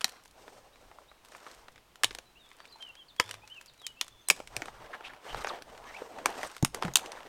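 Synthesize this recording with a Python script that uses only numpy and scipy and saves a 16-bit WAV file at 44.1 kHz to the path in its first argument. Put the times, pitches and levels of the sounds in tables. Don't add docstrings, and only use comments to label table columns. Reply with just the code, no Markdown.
import sys
import numpy as np
from scipy import signal
from scipy.fft import rfft, irfft
from scipy.io import wavfile
from scipy.ndimage import uniform_filter1d

SR = 44100
rng = np.random.default_rng(int(sys.argv[2]) if len(sys.argv) > 2 else 0)


def digitize_waveform(pressure):
    field = np.atleast_2d(pressure).T
    bounded = np.clip(field, -1, 1)
    quanta = np.round(bounded * 32767).astype(np.int16)
    wavfile.write(sys.argv[1], SR, quanta)


N = 321048

# start_s, ring_hz, ring_gain_db, body_db, knock_db, crack_db, splinter_db
TWIG_BREAKS = [(0.044, 3930, 18, -41.5, -27.5, -19.5, -25.5), (2.0349, 1730, 17, -38.5, -21, -24, -26),
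               (2.0436, 3530, 18, -32.5, -27, -18.5, -24.5), (2.108, 2850, 4, -48.5, -42.5, -42.5, -64),
               (2.1492, 3340, 4, -48.5, -43, -40, -43.5), (2.1863, 3330, 4.2, -45.5, -43.5, -42, -46.5),
               (3.199, 3070, 4.8, -44, -19.5, -20.5, -27.5), (3.3108, 2970, 2.7, -61, -40, -37.5, -40.5),
               (3.8663, 3940, 4.5, -73, -43.5, -34, -35), (4.012, 3520, 2.8, -48, -32.5, -24.5, -31.5),
               (4.286, 8200, 4, -45.5, -39, -36, -25), (4.3008, 2350, 10, -34, -16, -16, -18.5),
               (4.3079, 4930, 4, -32.5, -34, -28, -26), (4.5656, 2520, 4.9, -40.5, -34.5, -31.5, -34),
               (4.62, 1700, 2.7, -38, -33, -40.5, -48.5), (5.3456, 915, 8, -34.5, -33.5, -44.5, -66),
               (5.4456, 950, 5.9, -31, -31.5, -41, -53), (5.4712, 990, 2.1, -44, -30.5, -41, -50),
               (6.2584, 990, 1.4, -28, -19.5, -27, -26.5), (6.4312, 1760, 2.9, -36, -32, -42, -46),
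               (6.626, 6450, 3.3, -31, -42, -39.5, -36.5), (6.6479, 3420, 13, -38, -25, -26, -23.5),
               (6.746, 4550, 4, -39, -35.5, -38, -36), (6.824, 980, 11, -31, -27, -35.5, -46),
               (6.937, 6450, 2.5, -56, -54, -43.5, -41.5), (6.9566, 3020, 1.4, -42, -25.5, -14.5, -15),
               (6.9697, 3900, 4, -43, -35, -26.5, -25.5)]
# low_hz, high_hz
BREAK_BANDS = [(300, 900), (900, 2500), (2500, 6000), (6000, 10500)]
# start_s, level_db, centre_hz, spread (scaled to octaves in crackle)
SMALL_TWIGS = [(0.008, -39, 2780, .8), (0.013, -36.5, 3320, 0.86), (0.093, -47, 4730, 1.2),
               (0.256, -52.5, 2670, 1.7), (0.479, -44, 760, 0.7), (0.757, -57, 1230, 1.2),
               (0.913, -49, 845, 0.39), (0.985, -46, 930, 0.34), (1.114, -51, 1150, 0.28),
               (1.248, -57, 2520, 1.2), (1.32, -51, 1390, 1.5), (1.348, -44, 1290, 0.31),
               (1.465, -42.5, 1040, 0.43), (1.513, -50.5, 4560, 0.48), (1.682, -46.5, 1220, 0.82),
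               (1.758, -53, 2120, 0.45), (1.778, -54, 1950, 0.47), (1.956, -50, 2560, 1.2),
               (2.514, -50.5, 2170, 0.35), (2.602, -47, 1920, 0.39), (2.653, -49, 2600, 0.19),
               (2.824, -46.5, 3300, 0.42), (2.952, -52, 2430, 0.86), (3.163, -55.5, 3940, 1.3),
               (3.291, -42, 2650, 0.91), (3.34, -41, 3060, 0.9), (3.475, -50, 2840, 1.34),
               (3.611, -48, 3660, 1.6), (3.659, -53, 6440, 0.59), (3.816, -52.5, 2260, 1.3),
               (4.08, -47.5, 3400, 1.1), (4.401, -41, 880, 1.7), (4.473, -44.5, 3460, 0.87),
               (4.656, -41.5, 1370, 1.9), (4.682, -38, 940, 0.27), (5.007, -43, 955, 0.22),
               (5.134, -47, 1410, 0.53), (5.621, -43.5, 1340, 2.3), (5.776, -48.5, 1880, 0.92),
               (6.02, -40, 684, 0.74), (6.186, -42, 1090, 0.92), (6.436, -33.5, 845, 0.54),
               (6.565, -41.5, 2400, 1.6), (6.832, -34.5, 1530, 1.2), (6.849, -37, 1170, 1.8),
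               (6.88, -39, 990, 0.42), (7.059, -41, 2400, 0.55), (7.118, -39.5, 2920, 0.86)]
# start_s, level_db, mode_hz, t60_s
BLUNT_KNOCKS = [(0.045, -40.5, 230, 0.058), (0.044, -24.5, 767, 0.022), (2.045, -51, 109, 0.27),
                (2.758, -40.5, 890, 0.023), (3.198, -26, 292, 0.022), (3.198, -16, 1002, 0.034),
                (3.2, -20.5, 1290, 0.033), (3.2, -22, 500, 0.032), (3.201, -38, 79.4, 0.05),
                (3.249, -54.5, 103.7, 0.85), (3.435, -47.5, 850, 0.072), (4.301, -45.5, 174, 0.12),
                (4.402, -25, 560, 0.013), (4.568, -46, 121, 0.22), (6.019, -26, 480, 0.027),
                (6.07, -44, 460, 0.076), (6.261, -41, 322, 0.038), (6.628, -16, 138.5, 0.083),
                (6.631, -19.5, 228, 0.064), (6.83, -33, 440, 0.05), (6.843, -30, 287, 0.047),
                (6.85, -26, 175, 0.097), (6.879, -37.5, 134.5, 0.22)]
# start_s, length_s, start_hz, end_hz, resonance_width_hz, buzz_db
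CLOTH_SLIDES = [(4.926, 0.037, 1630, 1100, 790, -39.5), (5.031, 0.061, 2280, 3040, 1200, -44.5),
                (5.088, 0.029, 1800, 1400, 606, -48.5), (5.276, 0.064, 3000, 3000, 400, -47.5),
                (5.474, 0.035, 7760, 2480, 900, -42), (5.484, 0.041, 1900, 700, 300, -40),
                (5.816, 0.065, 840, 1200, 250, -52), (5.861, 0.067, 1890, 1900, 600, -51.5),
                (5.923, 0.054, 1770, 2900, 110, -49.5), (5.962, 0.015, 2780, 2350, 250, -46),
                (6.459, 0.027, 9500, 7000, 1500, -53)]
# start_s, length_s, body_db, rub_db, fizz_db
BODY_MOVES = [(0, 0.15, -63, -59, -72), (0.322, 0.25, -59, -64, -66.5), (0.54, 0.49, -65, -71, -74.5),
              (1.208, .35, -60, -59.5, -65), (1.604, 0.087, -66, -68, -79), (1.943, 0.25, -64, -68, -78),
              (2.358, 0.55, -69.5, -65.5, -79), (3.24, 0.069, -55.5, -57.5, -63),
              (3.42, 0.19, -81, -69, -77), (4.295, 0.094, -55.5, -64, -66), (4.486, 0.19, -54, -56, -62.5),
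              (4.707, 0.15, -56, -55.5, -70), (4.879, 0.069, -51, -52, -70), (4.968, 0.16, -55.5, -55, -84),
              (5.206, 0.21, -48.5, -47.5, -58), (5.336, 0.086, -52, -50.5, -69),
              (5.421, .12, -47, -48.5, -65), (5.636, .15, -53.5, -58.5, -66.5), (5.8, 0.2, -55, -54, -64.5),
              (5.996, 0.093, -53, -60.5, -64.5), (6.093, 0.14, -48, -55, -66),
              (6.247, 0.05, -39.5, -44, -58), (6.322, 0.13, -48, -46, -53.5), (6.524, 0.038, -70, -62, -62),
              (6.726, 0.057, -47.5, -53.5, -63), (6.805, 0.058, -44, -48, -59), (6.943, .14, -46, -53, -75),
              (7.092, 0.17, -51, -51.5, -65)]
# start_s, length_s, loudest_tick_db
TWIG_BRUSHES = [(0.218, 0.097, -59), (1.231, 0.34, -58), (1.695, 0.072, -66), (2.452, 0.44, -62),
                (3.245, .13, -52), (3.45, .42, -62), (5.33, 0.11, -51), (6.27, .32, -50.5)]
# freq_hz, relative_db_per_hz
BODY_COLOUR = [(40, -11.5), (130, -12.5), (260, -5), (500, 2.5), (800, 2.5), (1100, -12), (1600, -36.5),
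               (4000, -42.5)]
RUB_COLOUR = [(500, -33.5), (950, 1), (1250, 1.5), (1600, 0.5), (2400, -6.5), (3100, -6.5), (3700, -11),
              (5000, -18), (8000, -31.5)]
FIZZ_COLOUR = [(2000, -17.5), (3800, 0.5), (5900, 3.5), (7400, -2.5), (8700, 0.5), (10000, -18),
               (13000, -6), (16000, -36)]
# start_s, length_s, start_hz, middle_hz, end_hz, level_db
SONG_SYLLABLES = [(2.354, 0.037, 2620, 2810, 3100, -60), (2.39, 0.096, 3900, 3560, 3260, -63),
                  (2.675, 0.02, 3440, 4080, 5030, -60), (2.692, 0.038, 5200, 4650, 4350, -62),
                  (2.718, 0.043, 4260, 4050, 4300, -52.5), (2.8, 0.077, 3120, 3110, 2890, -48),
                  (2.873, 0.044, 3060, 2760, 2780, -51), (2.964, 0.029, 2920, 3300, 3320, -59),
                  (2.985, 0.051, 3410, 3160, 3070, -53), (3.08, 0.036, 5030, 3850, 3480, -57.5),
                  (3.176, 0.07, 3290, 3330, 3170, -54.5), (3.415, 0.049, 2270, 2560, 2450, -56),
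                  (3.495, 0.0477, 2740, 3030, 3150, -50), (3.535, 0.063, 3240, 2770, 2520, -53),
                  (3.675, 0.031, 5170, 4140, 3450, -58), (3.785, 0.036, 4030, 3860, 3680, -58),
                  (3.817, 0.11, 3500, 3047, 2950, -51), (3.963, 0.063, 2590, 2755, 3120, -53.5),
                  (4.271, 0.022, 4100, 4000, 3840, -57)]
# start_s, length_s, start_hz, middle_hz, end_hz, level_db
FAR_SYLLABLES = [(.72, 0.029, 3470, 4120, 4200, -69.5), (1.065, 0.037, 3340, 3800, 4260, -71.5),
                 (2.22, .09, 4260, 4000, 3900, -76), (2.44, 0.084, 3650, 3620, 3600, -71),
                 (2.58, 0.033, 4480, 4620, 4600, -70), (3.22, 0.1, 3460, 3540, 3530, -63),
                 (4.04, 0.2, 3420, 3480, 3470, -71), (4.19, 0.025, 5830, 6250, 6150, -70),
                 (5.84, 0.047, 6400, 5920, 5500, -70)]
# start_s, length_s, level_db
AIR_PUFFS = [(0, 1.33, -72), (1.5, 0.29, -65), (2.04, 0.089, -60), (4.3, 0.54, -58.5), (5.3, 0.07, -48.5),
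             (5.42, 0.51, -64), (6.55, 0.4, -57)]
# freq_hz, relative_db_per_hz
AIR_COLOUR = [(10, 1), (28, -4), (48, 3.5), (70, -12), (120, -6), (250, -25.5), (800, -68.5)]
# freq_hz, relative_db_per_hz
HUSH_COLOUR = [(40, -2.5), (110, -4), (250, 0.5), (600, 1), (1000, 1), (1600, -3.5), (3000, -4.5),
               (5500, -10.5), (8000, -14), (11000, -17), (16000, -13.5)]
# freq_hz, t60_s
TRUNK_DECAY = [(150, .5), (700, 0.76), (2000, 0.28), (4000, 0.52), (8000, 0.49), (15000, 0.28)]
# freq_hz, gain_db
MICROPHONE_RESPONSE = [(20, 0.5), (6000, -1), (9000, 0.5), (12000, -0.5), (14000, -3), (16000, -5.5)]

EDGE_HZ = 16650
CLICK_S = .006
LEAD_S = .001
BURST_S, SHIVER_DB, SHIVER_S = .0009, -10, .0042
RING_WIDTH_HZ = 480
SPLINTER_DB, SPLINTER_S, SPLINTER_FADE_DB, SPLINTER_HZ = -22, 0.11, -18.5, 2500
MOVE_RISE_SHARE, MOVE_T60_S = 0.52, 0.39
DRAUGHT_DB, DRAUGHT_WAVER_DB, DRAUGHT_PER_S = -73, 4.5, 11
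TICK_GAP_S, TICK_SCATTER_DB, TICK_HZ, TICK_OCTAVES = .024, 0.5, 4300, 0.88
CATCH_DB, CATCH_SCATTER_DB, CATCH_HZ, CATCH_OCTAVES = 1, 6, 1400, 0.99


def amp(db):
    return 10 ** (np.asarray(db) / 20)


def evened(x):
    return x / np.sqrt(np.mean(x ** 2) + 1e-20)


def as_click(x):
    return x * np.sqrt(CLICK_S * SR / (np.sum(x ** 2) + 1e-20))


def read(points, hz):
    point_hz, value = np.transpose(points)
    return np.interp(np.log(hz + 1), np.log(point_hz + 1), value)


def add(mix, start_s, sound):
    part = mix[max(round(start_s * SR), 0):][:len(sound)]
    part += sound[:len(part)]


def shape(x, points):
    gain = amp(read(points, np.fft.rfftfreq(N, 1 / SR)))
    return irfft(rfft(x) * gain, N)


def colour(x, points):
    return evened(shape(x, points))


def band(x, lo_hz, hi_hz, order=2):
    edges = np.clip([lo_hz, hi_hz], [10, 20], [SR * .4, SR * .45])
    return signal.sosfilt(signal.butter(order, edges, "band", fs=SR, output="sos"), x)


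def resonate(x, hz, width_hz):
    turn = np.exp(2j * np.pi * np.cumsum(hz * np.ones(len(x))) / SR)
    pole = np.exp(-np.pi * width_hz / SR)
    smooth = signal.lfilter([1 - pole], [1, -pole], x / turn)
    return 2 * (turn * smooth).real


def wander(size, per_s):
    at = np.arange(size) * per_s / SR
    return np.interp(at, np.arange(4096), rng.standard_normal(4096))


def fracture(burst_s, after_db, after_s, lead_db=-14, size=2048):
    t = np.arange(size) / SR - LEAD_S
    fibres = rng.standard_normal(size)
    fibres = np.sign(fibres) * np.sqrt(abs(fibres))
    lead = amp(lead_db) * (1 + t / LEAD_S)
    burst = np.exp(-abs(t) / burst_s) + amp(after_db) * np.exp(-abs(t) / after_s)
    return fibres * np.where(t < 0, lead, burst)


def snaps(top_db=-7):
    out = np.zeros(N)
    for start_s, ring_hz, ring_db, *levels_db in TWIG_BREAKS:
        tear = fracture(BURST_S, SHIVER_DB, SHIVER_S)
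        tear = tear + amp(ring_db) * resonate(tear, ring_hz, RING_WIDTH_HZ)
        top = as_click(band(tear, 10130, 14300))
        sound = amp(levels_db[-1] + top_db) * top
        for db, edges in zip(levels_db, BREAK_BANDS):
            sound = sound + amp(db) * as_click(band(tear, *edges, order=3))
        add(out, start_s - LEAD_S, sound)
    return out


def crackle(hz, spread, reach=1.58):
    tear = fracture(burst_s=.0014, after_db=-7, after_s=.0055, lead_db=-12)
    ratio = 2 ** (reach * max(spread, .2))
    tear = signal.lfilter([1], [1, -np.exp(-2 * np.pi * hz / SR)], tear)
    tear = band(tear, hz / ratio, hz * ratio, order=1)
    return as_click(band(tear, 366, 13300))


def splinters(count=3):
    out = np.zeros(N)
    lags = rng.random((len(TWIG_BREAKS), count))
    for (start_s, *_, crack_db, _), break_lags in zip(TWIG_BREAKS, lags):
        for lag in break_lags:
            gain = amp(crack_db + SPLINTER_DB + lag * SPLINTER_FADE_DB)
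            add(out, start_s + lag * SPLINTER_S, gain * crackle(SPLINTER_HZ, spread=4.2))
    return out


def crackles():
    out = np.zeros(N)
    for start_s, db, hz, spread in SMALL_TWIGS:
        add(out, start_s, amp(db) * crackle(hz, spread))
    return out


def brushes(count=24):
    out = np.zeros(N)
    for start_s, length_s, db in TWIG_BRUSHES:
        for k, (when, size, pitch) in enumerate(rng.random((count, 3))):
            lag_s = (k + when) * TICK_GAP_S
            tick = crackle(TICK_HZ * 2 ** (TICK_OCTAVES * (2 * pitch - 1)), spread=0.62)
            if lag_s < length_s:
                add(out, start_s + lag_s, amp(db + TICK_SCATTER_DB * (2 * size - 2)) * tick)
    return out


def thuds(rise_s=0.0006, grit_db=-13):
    out, t = np.zeros(N), np.arange(SR // 2) / SR
    for start_s, db, hz, t60_s in BLUNT_KNOCKS:
        grit = evened(band(rng.standard_normal(len(t)), hz / 2, hz * 2))
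        swing = -np.sin(2 * np.pi * hz * t) + amp(grit_db) * grit
        decay = amp(db - 60 * t / t60_s)
        add(out, start_s, swing * decay * (1 - np.exp(-t / rise_s)))
    return out


def strokes(rows):
    power = np.zeros(N)
    for start_s, length_s, db in rows:
        t = np.arange(int((length_s + MOVE_T60_S) * SR)) / SR
        rise = np.sin(np.pi / 2 * np.minimum(t / (MOVE_RISE_SHARE * length_s), 1))
        decay = amp(db - 60 * np.maximum(t - length_s, 0) / MOVE_T60_S)
        add(power, start_s, (rise * decay) ** 2)
    return np.sqrt(power)


def move_levels():
    start_s, length_s, *columns_db = np.transpose(BODY_MOVES)
    return [strokes(zip(start_s, length_s, db)) for db in columns_db]


def catches(count=240):
    out, rub = np.zeros(N), move_levels()[1]
    for k, (when, size, pitch) in enumerate(rng.random((count, 3))):
        at = int((k + when) * N / count)
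        gain = rub[at] * amp(CATCH_DB + CATCH_SCATTER_DB * (2 * size - 1.5))
        hz = CATCH_HZ * 2 ** (CATCH_OCTAVES * (2 * pitch - 1))
        add(out, at / SR, gain * crackle(hz, spread=.6))
    return out


def friction(grains_per_s, size_db, grain_share):
    grain_gain = amp(size_db * np.minimum(rng.exponential(1, N), 2))
    grains = np.sign(rng.standard_normal(N)) * grain_gain
    grains = grains * (rng.random(N) < grains_per_s / SR)
    smooth = rng.standard_normal(N)
    return np.sqrt(grain_share) * evened(grains) + np.sqrt(1 - grain_share) * smooth


def patchy(x, depth_db):
    z = signal.stft(x, nperseg=512, noverlap=384)[2]
    patches = uniform_filter1d(rng.standard_normal(z.shape), size=4, axis=0)
    patches = evened(uniform_filter1d(patches, size=8, axis=1))
    return evened(signal.istft(z * amp(depth_db * patches), nperseg=512, noverlap=384)[1][:N])


def rustle(fizz_gain_db=1, flicker_db=2.0):
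    body, rub, fizz = move_levels()
    litter = patchy(friction(grains_per_s=350, size_db=3, grain_share=0.38), depth_db=2.5)
    fine = friction(grains_per_s=900, size_db=3, grain_share=.3)
    out = body * colour(litter, BODY_COLOUR) + rub * colour(litter, RUB_COLOUR)
    out += amp(fizz_gain_db) * fizz * colour(fine, FIZZ_COLOUR)
    return out * amp(flicker_db * wander(N, 60))


def swishes():
    out = np.zeros(N)
    for start_s, length_s, start_hz, end_hz, width_hz, db in CLOTH_SLIDES:
        size = int(length_s * SR)
        hz = np.geomspace(start_hz, end_hz, size)
        ribs, fuzz = rng.standard_normal((2, size))
        buzz = evened(resonate(resonate(ribs, hz, width_hz), hz, width_hz))
        hiss = 0.25 * evened(band(fuzz, hz.mean() / 2, hz.mean() * 2))
        add(out, start_s, amp(db) * (buzz + hiss) * signal.windows.tukey(size, .7))
    return out


def bird(syllables, waver=0.0063, flutter_db=3.5):
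    out = np.zeros(N)
    for start_s, length_s, *pitches_hz, db in syllables:
        size = int(length_s * SR)
        bend = np.polyfit([0, .5, 1], pitches_hz, 2)
        hz = np.polyval(bend, np.linspace(0, 1, size))
        hz = hz * (1 + waver * wander(size, 267))
        whistle = np.sqrt(2) * np.sin(2 * np.pi * np.cumsum(hz) / SR)
        level = amp(db + flutter_db * wander(size, 100))
        add(out, start_s, whistle * level * signal.windows.tukey(size, .4))
    return out


def forest(x, near_db, far_db, near_t60_s=0.083, delay_s=.006):
    taps = rng.standard_normal((2, SR)) * (rng.random((2, SR)) < 3000 / SR)
    hz, t, z = signal.stft(taps[0], SR, nperseg=256)
    decay = amp(-60 * t / read(TRUNK_DECAY, hz)[:, None])
    far = signal.istft(z * decay, SR, nperseg=256)[1][:SR]
    near = taps[1] * amp(-60 * np.arange(SR) / SR / near_t60_s)
    echo = amp(near_db) * near / np.linalg.norm(near) + amp(far_db) * far / np.linalg.norm(far)
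    out = np.zeros(N)
    add(out, delay_s, signal.fftconvolve(x, band(echo, 67, 16000, order=1)))
    return out


def rumble():
    draught = amp(DRAUGHT_DB + DRAUGHT_WAVER_DB * wander(N, DRAUGHT_PER_S))
    level = np.hypot(draught, strokes(AIR_PUFFS))
    return level * colour(rng.standard_normal(N), AIR_COLOUR)


def hush(level_db=-63.5):
    return amp(level_db) * colour(rng.standard_normal(N), HUSH_COLOUR)


def scene():
    wood = snaps() + splinters() + crackles() + brushes() + thuds() + catches()
    song = bird(SONG_SYLLABLES)
    far_song = bird(FAR_SYLLABLES, waver=0.021)
    mid = wood + forest(wood, near_db=-18.0, far_db=-26.5)
    mid += rustle() + swishes()
    mid += song + forest(song, near_db=-14, far_db=-10.5)
    mid += forest(far_song, near_db=2.5, far_db=0.5)
    mid += rumble() + hush()
    return np.array([mid, mid])


def record(dry):
    heard = shape(dry, MICROPHONE_RESPONSE)
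    heard = heard / (1 + (heard / .88) ** 8) ** (1 / 8)
    low_pass = signal.firwin(255, EDGE_HZ, window=("kaiser", 8), fs=SR)
    return signal.oaconvolve(heard, low_pass[None], "same")


dry = scene()
out = record(dry)
digitize_waveform(out)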